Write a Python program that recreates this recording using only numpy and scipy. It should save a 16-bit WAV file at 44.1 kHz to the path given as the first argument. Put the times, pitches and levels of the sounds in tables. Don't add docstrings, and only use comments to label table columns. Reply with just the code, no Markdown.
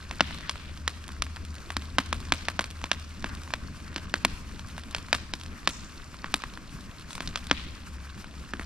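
import sys
import numpy as np
from scipy import signal
from scipy.io import wavfile
from scipy.ndimage import uniform_filter1d, minimum_filter1d

SR = 44100
rng = np.random.default_rng(int(sys.argv[2]) if len(sys.argv) > 2 else 0)


def file_out(sig):
    cols = np.atleast_2d(sig).T
    lim = np.clip(cols, -1, 1)
    pcm = np.round(lim * 32767).astype(np.int16)
    wavfile.write(sys.argv[1], SR, pcm)


def boost_factor(decibels):
    exponent = np.asarray(decibels, float) / 20
    return 10 ** exponent


N = 381465

# (time [s], level [dB])
FLAME_STRENGTH = [(0, -50.5), (.12, -46), (.58, -48), (1.3, -49), (2.46, -46), (2.63, -48.5), (3.11, -50.5),
                  (3.37, -45), (3.71, -48.5), (4.17, -46), (4.53, -48), (6.07, -48.5), (6.31, -48),
                  (6.82, -48.5), (7.49, -46.5), (7.85, -49), (8.65, -49.5)]
# (time [s], pitch [Hz], level [dB])
COLUMN_FLUTTER = [(0, 73, -34), (.6, 73.5, -40.5), (1.4, 76, -36.5), (2.26, 78.5, -37), (3.6, 76, -42.5),
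                  (4.3, 77, -41), (4.7, 78, -42.5), (5.55, 79, -44), (6.6, 70, -57), (7.4, 70, -38),
                  (8.65, 68.5, -40)]
# (time [s], depth [dB])
COLUMN_LULLS = [
    (.17, 6),
    (.44, 38),
    (1.62, 16),
    (3.76, 4),
    (4.531, 7),
    (5.65, 13),
    (7.15, 20),
    (7.88, 10),
    (8.191, 9),
    (8.47, 22),
]
# (frequency [Hz], density [dB per Hz])
ROAR_SPECTRUM = [(13, -47), (22, 3.5), (49, 1), (70, -4.5), (123, -7.5), (185, -5), (250, -9), (428, -21.5),
                 (700, -26.5), (910, -65), (1540, -120)]
# (frequency [Hz], density [dB per Hz])
HISS_SPECTRUM = [(350, -13), (600, -5), (859, -2.5), (1030, 3), (1350, 3.5), (1780, -2), (2080, -2),
                 (2480, -0.5), (3510, -7.5), (5160, -6), (7180, -9), (8590, -12.5), (12300, -20.5),
                 (13900, -25), (16200, -62)]
# (frequency [Hz], coherence [0-1])
PORT_COHERENCE = [(60, 0.87), (180, 0.76), (550, 0.96), (1650, 0.81), (4970, 0.74), (15000, 0.056)]
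# (frequency [Hz], left over right [dB])
PORT_BALANCE = [(60, 2), (240, 0.5), (950, 2), (3770, 3), (15000, -4.5)]
# (frequency [Hz], phase [radians])
LEFT_PHASE = [(60, -.05), (500, -.45), (2000, -.8), (5000, -.9), (7000, -2.1), (8500, -1.4), (13000, -1.7)]
# (frequency [Hz], gain [dB])
LEFT_DULLING = [(4000, -.3), (8000, -3.5), (12000, -6.5)]
# (frequency [Hz], width [Hz], level [dB])
PLANK_MODES = [
    (207.6, 36, 1),
    (259.6, 38, 2.5),
    (311.4, 25, -6),
]
# (delay [s], level [dB])
JUNK_ECHOES = [
    (0.0154, 1.5),
    (0.0186, -10),
    (.0235, -4),
    (.031, -8),
]
# (frequency [Hz], t60 [s])
FOREST_DECAY = [(300, 0.17), (1000, 0.42), (3000, 0.57), (6000, 0.65), (10000, 0.71)]
# (time [s], body [dB], edge [dB re body], treble [dB re body], echo [dB re body])
POPS_IN_TWIGS = [(.1112, -10, -7, -25, -13), (.4951, -6.5, 2, -17, -14), (.8782, -1, -1, -18, -20),
                 (1.222, -5.5, 3.5, -16, -18), (1.7041, -9, -7, -23, -9.5), (2.4849, .5, -8, -25, -13),
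                 (2.642, -13.5, -0.5, -19, -10), (2.9157, 2.5, -1.5, -28.5, -14.5),
                 (3.5377, -1.5, -5.5, -27.5, -20), (3.9812, -16, -2.5, -32, -11),
                 (4.7803, -13, -13.5, -23, -12), (4.9482, -4.5, -1, -25, -12),
                 (5.1294, 5.5, -4, -25, -12.5), (7.2752, -20.5, 11.5, -12, -16),
                 (7.3584, -6, 1.5, -24, -10.5)]
# (time [s], body [dB], edge [dB re body], treble [dB re body], echo [dB re body])
POPS_ON_PLANKS = [(.2073, 9, -5.5, -32, -25), (1.9844, 5, -5.5, -24.5, -15.5),
                  (2.1283, -1.5, -6, -23.5, -16), (2.3223, 5.5, -3, -21.5, -18),
                  (2.5929, 2, -6, -26.5, -9.5), (2.841, -7, -5, -27, -11), (4.1403, 0, -6, -27.5, -13),
                  (4.2496, 7, -4, -16.5, -36), (5.1489, -8, 2, -16, -16), (5.6749, 4, -1, -22, -13.5),
                  (6.2436, -7.5, -15, -45, -11), (6.3415, 1.5, -0.5, -15, -18.5),
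                  (6.438, -8, -12, -27, -21), (7.5125, 9, -6, -33, -25)]
# (time [s], body [dB], edge [dB re body], treble [dB re body], echo [dB re body])
POPS_IN_PLANKS = [
    (1.7675, -6.5, 1.5, -17, -37),
    (1.9883, -1.5, -6, -30, -15),
    (3.2433, -4.5, -9, -33, -8),
    (3.9618, -8, 1, -21.5, -17),
    (5.337, -10.5, 4, -17, -18),
    (7.2056, -10, -4.5, -23, -7),
    (8.5362, -6.5, -13.5, -32, -15),
    (8.5959, -10.5, -14, -28, -4.5),
]
# (time [s], level [dB])
WOOD_KNOCKS = [(.1965, -13), (.3089, -14), (.5571, -17.5), (.695, -25), (1.0908, -18.5), (1.2663, -19),
               (1.3682, -18), (1.603, -28), (2.8159, -19), (3.4768, -21), (3.5056, -19), (3.803, -28),
               (3.929, -23), (4.0327, -33), (4.4632, -55), (4.4946, -29), (4.8842, -27), (5.0852, -19.5),
               (5.6312, -26), (6.1437, -21), (6.5746, -17.5), (7.18, -14.5), (7.3063, -32), (8.1777, -25.5),
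               (8.2437, -19.5), (8.3404, -28)]
# (time [s], level [dB])
TWIG_SNAPS = [(.386, -23), (.4085, -26), (.7749, -27.5), (1.0407, -25.5), (1.3617, -22.5), (1.5827, -28),
              (1.8214, -24), (2.0926, -34), (2.1808, -32), (2.2858, -30), (2.4098, -26), (2.4536, -24),
              (2.5422, -37), (3.2253, -25), (3.2932, -25), (3.879, -29), (4.5942, -22), (4.7659, -29),
              (4.836, -27), (4.9272, -30), (4.9835, -21), (5.4126, -23.5), (5.4618, -24), (6.4208, -21.5),
              (6.5375, -26), (7.1073, -22), (7.4985, -20), (8.57, -31), (8.6324, -29)]
# (time [s], level [dB])
SPARK_TICKS = [(.1565, -34), (.3456, -26), (1.08, -26.5), (1.1197, -30), (1.4507, -28), (1.5429, -32),
               (1.5535, -30), (2.0606, -29.5), (2.2032, -28), (2.7043, -27.5), (2.7105, -27), (2.9973, -30),
               (3.3505, -26.5), (3.4172, -34), (3.4348, -33), (3.9433, -32), (4.0963, -33), (4.6864, -32),
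               (4.9105, -29), (5.3991, -30), (5.4354, -26), (5.9996, -44), (6.8091, -34), (6.9968, -32),
               (7.1307, -25), (7.1532, -21), (7.2617, -30), (7.4422, -32), (7.4693, -25), (8.3105, -40)]
# (time [s], level [dB], low edge [Hz], high edge [Hz], t60 [s])
STEAM_VENTS = [(0.213, -45, 1300, 4560, 3.2), (1.995, -42, 1030, 5000, 0.29),
               (2.33, -42.5, 1180, 6550, 0.71), (4.262, -44.5, 1480, 6200, 0.44),
               (5.135, -40.5, 1510, 6180, 0.37), (5.69, -45.5, 4840, 8140, 0.83),
               (7.088, -45.5, 2040, 10300, 0.82), (7.532, -40.5, 1730, 4740, 0.84),
               (0.424, -37.5, 1200, 2160, 0.24), (3.285, -35.5, 835, 2130, 0.23),
               (3.849, -51, 1020, 2300, 1.3), (5.501, -47.5, 1110, 2270, 0.8), (.31, -39, 1980, 4560, 0.24)]

TWIG_THUMP_DB, PLANK_THUMP_DB, DEEP_THUMP_DB = -13, -4, 3.5
# (edge [dB re body], treble [dB re body])
KNOCK_DB, SNAP_DB, TICK_DB = (-11.5, -22), (1.5, -17), (5, -5)
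HISS_DB, HISS_FOLLOWS, USUAL_DB = -49.5, 0.55, -48
LULL_S = 0.046
GROUND_S = .00117
RATTLE_DB, RATTLE_S = -31, 0.041
ECHO_SMEAR_S, ECHO_EDGE_DB, ECHO_TREBLE_DB = .016, 2, 15.5
LEAD = 40
EDGE_HZ = 15500


def evened(x):
    return x / np.sqrt(np.mean(x ** 2) + 1e-20)


def read(points, hz):
    f, value = np.transpose(points)
    return np.interp(np.log(hz + 1), np.log(f + 1), value)


def curve(rows, order):
    rows = np.array(rows)
    return np.interp(np.arange(N) / SR, rows[:, 0], rows[:, order])


def band(x, lo_hz, hi_hz):
    sos = signal.butter(2, [lo_hz, min(hi_hz, SR / 2.2)], "bandpass", fs=SR, output="sos")
    return signal.sosfilt(sos, x)


def turbulence(spectrum, patchy_db, flicker_db):
    frames, hz = N // 256 + 5, np.fft.rfftfreq(1024, 1 / SR)
    a, b, c, d, patches = rng.standard_normal((frames, 513, 5)).T
    patches = uniform_filter1d(patches, size=14, axis=0)
    patches = evened(uniform_filter1d(patches, size=8, axis=1))
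    flicker = evened(uniform_filter1d(rng.standard_normal(frames), size=5))
    same = np.clip(read(PORT_COHERENCE, hz), 0, 1)[:, None]
    late = np.exp(1j * read(LEFT_PHASE, hz))[:, None]
    lean = boost_factor(read(PORT_BALANCE, hz) / 2)[:, None]
    right = a + 1j * b
    left = same * right * late + np.sqrt(1 - same ** 2) * (c + 1j * d)
    z = np.array([left * lean, right / lean])
    flicker_gain_db = flicker_db * flicker * (1 + hz[:, None] / 5000)
    z *= boost_factor(read(spectrum, hz)[:, None] + patchy_db * patches + flicker_gain_db)
    return evened(signal.istft(z, nperseg=1024, noverlap=768)[1][:, :N])


def drone():
    carrier = np.exp(2j * np.pi * np.cumsum(curve(COLUMN_FLUTTER, order=1)) / SR)
    r = np.exp(-np.pi * 11. / SR)
    slow = rng.standard_normal(N) + 1j * rng.standard_normal(N)
    for _ in range(2):
        slow = signal.lfilter([1 - r], [1, -r], slow)
    slow /= abs(slow) ** .3 + 1e-9
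    t = np.arange(N) / SR
    lull_db = sum(depth_db * np.exp(-((t - s) / LULL_S) ** 2) for s, depth_db in COLUMN_LULLS)
    gain = boost_factor(curve(COLUMN_FLUTTER, order=2) - lull_db - 4.0)
    return gain * evened((slow * carrier).real) * boost_factor([[.9], [-.9]])


def embers():
    out = np.zeros((2, N))
    clumps = boost_factor(3.5 * evened(uniform_filter1d(rng.standard_normal(N), size=5000)) - 1)
    for edge_db, ring_hz in zip(np.linspace(-9, 12, num=8), np.geomspace(1300, 6500, num=8)):
        struck = rng.random(N) < 36. * clumps / SR
        size = boost_factor(4.8 * np.minimum(rng.exponential(1, N), 3)) * struck
        luck = rng.standard_normal((4, 600))
        tick = burst(-.7 * edge_db, edge_db, 1.5 * edge_db - 17, rng.normal(0, 2), luck)
        tick = .45 * tick + 1.2 * band(tick, ring_hz / 1.3, ring_hz * 1.3)
        out += signal.oaconvolve(size[None], tick, axes=1)[:, :N]
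    return evened(out)


def shock(edge_db, treble_db):
    colour = [(120, -39), (430, -6.5), (600, 0), (800, -5.0), (1100, 4.5), (2000, 0.5),
              (3900, edge_db + 0.15), (5800, edge_db - 5.5), (9000, treble_db + 1.0),
              (13000, treble_db - 11), (16500, treble_db - 27)]
    hz = np.fft.fftfreq(512, 1 / SR)
    log_gain = np.log(boost_factor(read(colour, abs(hz))))
    phase = 1.72 * np.sign(hz) - .5 * signal.hilbert(log_gain).imag
    left = boost_factor(read(LEFT_DULLING, abs(hz))) * np.exp(1j * np.sign(hz) * read(LEFT_PHASE, abs(hz)))
    ports = np.array([left, left ** 0])
    pulse = np.fft.ifft(np.exp(log_gain + 1j * phase) * ports).real
    return np.roll(pulse, shift=LEAD, axis=1)[:, :256] * signal.windows.tukey(256, .25)


def burst(db, edge_db, treble_db, pan_db, luck, echo_db=-60):
    t = np.arange(luck.shape[1]) / SR
    scatter = boost_factor(-14.5 - 60 * t / .012)
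    rattle = boost_factor(RATTLE_DB - 60 * t / RATTLE_S)
    spread = (scatter + rattle) * (t > .0003)
    paths = luck[:2] * (abs(luck[2]) > 1.1)
    paths[0] = 1.12 * paths[1] + 0.38 * paths[0]
    ground_s = GROUND_S + 7e-5 * luck[3, 0]
    direct = np.zeros(len(t))
    direct[[0, round(ground_s * SR)]] = 1, boost_factor(-9.5 + 1.5 * luck[3, -1])
    sound = signal.fftconvolve(direct[None], shock(edge_db, treble_db), axes=1)
    sound += signal.fftconvolve(paths * spread, shock(edge_db + 2.0, treble_db + 8.0), axes=1)
    if echo_db > -55:
        echoes = sum(boost_factor(echo_db + loss_db - 60 * abs(t - s) / ECHO_SMEAR_S) * (t > s)
                     for s, loss_db in JUNK_ECHOES)
        returned = shock(edge_db + ECHO_EDGE_DB, treble_db + ECHO_TREBLE_DB)
        sound += signal.fftconvolve(paths * echoes, returned, axes=1)
    return boost_factor(db + 9.5) * sound[:, :len(t)] * boost_factor([[pan_db / 2], [-pan_db / 2]])


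def pop(db, edge_db, treble_db, thump_db, echo_db, luck):
    t = np.maximum(np.arange(luck.shape[1]) - 44, 0) / SR
    thump = 0
    for k, (mode_hz, width_hz, mode_db) in enumerate(PLANK_MODES):
        hz = mode_hz * (1 + 0.034 * luck[3, k + 1])
        thump = thump + boost_factor(mode_db - 29.7 * width_hz * t) * np.sin(2 * np.pi * hz * t)
    thump *= 1 - np.exp(-t / 0.0021)
    snap = burst(db, edge_db, treble_db, -0.42, luck, echo_db - 16.5)
    return snap + boost_factor(db + thump_db - 26.5) * thump


def crackle():
    out = np.zeros((2, N + 4000))
    pop_kinds = ((POPS_IN_TWIGS, TWIG_THUMP_DB), (POPS_ON_PLANKS, PLANK_THUMP_DB),
                 (POPS_IN_PLANKS, DEEP_THUMP_DB))
    for table, thump_db in pop_kinds:
        lucks = rng.standard_normal((len(table), 4, 2600))
        for (s, db, edge_db, treble_db, echo_db), luck in zip(table, lucks):
            sound = pop(db, edge_db, treble_db, thump_db, echo_db, luck)
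            out[:, round(s * SR) - LEAD:][:, :2600] += sound
    small_kinds = ((WOOD_KNOCKS, KNOCK_DB), (TWIG_SNAPS, SNAP_DB), (SPARK_TICKS, TICK_DB))
    for table, (edge_db, treble_db) in small_kinds:
        lucks = rng.standard_normal((len(table), 4, 800))
        for (s, db), luck in zip(table, lucks):
            sound = burst(db, edge_db, treble_db, 1.5 * luck[3, 5], luck)
            out[:, round(s * SR) - LEAD:][:, :800] += sound
    return out[:, :N]


def forest_wash(x):
    hz, t, z = signal.stft(rng.standard_normal((2, SR)), SR, nperseg=256)
    onset = np.clip((t - .03) / .04, 0, 1)
    z *= boost_factor(-60 * t / read(FOREST_DECAY, hz)[:, None]) * onset
    tail = signal.istft(z, SR, nperseg=256)[1][:, :SR]
    tail *= boost_factor(-19.5) / np.linalg.norm(tail[0])
    return signal.fftconvolve(x[None], tail, axes=1)[:, :N]


def vents():
    out, t = np.zeros((2, N)), np.arange(SR // 2) / SR
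    for s, db, lo_hz, hi_hz, t60 in STEAM_VENTS:
        a, b, sputter, grain = rng.standard_normal((4, len(t)))
        grain = boost_factor(4.5 * evened(uniform_filter1d(grain, size=60)))
        jet = grain * np.array([0.41 * np.roll(a, shift=2) + 1.34 * b, a])
        jet = evened(band(band(jet, lo_hz, hi_hz), lo_hz, hi_hz))
        sputter_db = 1.5 * evened(uniform_filter1d(sputter, size=900))
        swell = np.minimum(t / 0.022, 1)
        out[:, round(s * SR):][:, :len(t)] += jet * boost_factor(db - 60 * t / t60 + sputter_db) * swell
    return out


def scene():
    pops = crackle()
    hiss = boost_factor(-2.0) * turbulence(HISS_SPECTRUM, patchy_db=0.8, flicker_db=.8) + boost_factor(-5) * embers()
    roar = turbulence(ROAR_SPECTRUM, patchy_db=2.0, flicker_db=1.44)
    strength_db = curve(FLAME_STRENGTH, order=1)
    hiss_db = HISS_DB + HISS_FOLLOWS * (strength_db - USUAL_DB)
    blaze = boost_factor(hiss_db) * hiss + boost_factor(strength_db + 5.0) * roar
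    return pops + forest_wash(pops.mean(0)) + blaze + drone() + vents()


def dipped_treble(x):
    level = abs(x).max(0)
    wide, near = (-minimum_filter1d(-level, size=n) for n in (1300, 330))
    beside_pop = (wide > .1) * (near < .12 * wide)
    hole = uniform_filter1d(1. * beside_pop, size=60)
    treble = signal.sosfiltfilt(signal.butter(4, 6500, "highpass", fs=SR, output="sos"), x)
    return x - .9 * hole * treble


def top_cut(x):
    return signal.sosfilt(signal.butter(12, 16450, fs=SR, output="sos"), x)


def record(dry):
    low_pass = signal.butter(8, EDGE_HZ, fs=SR, output="sos")
    cut = signal.sosfilt(low_pass, dipped_treble(dry))
    peak = uniform_filter1d(-minimum_filter1d(-abs(cut), size=81), size=41)
    held = cut / np.maximum(peak, 1)
    return top_cut(held)


dry = scene()
out = record(dry)
file_out(out)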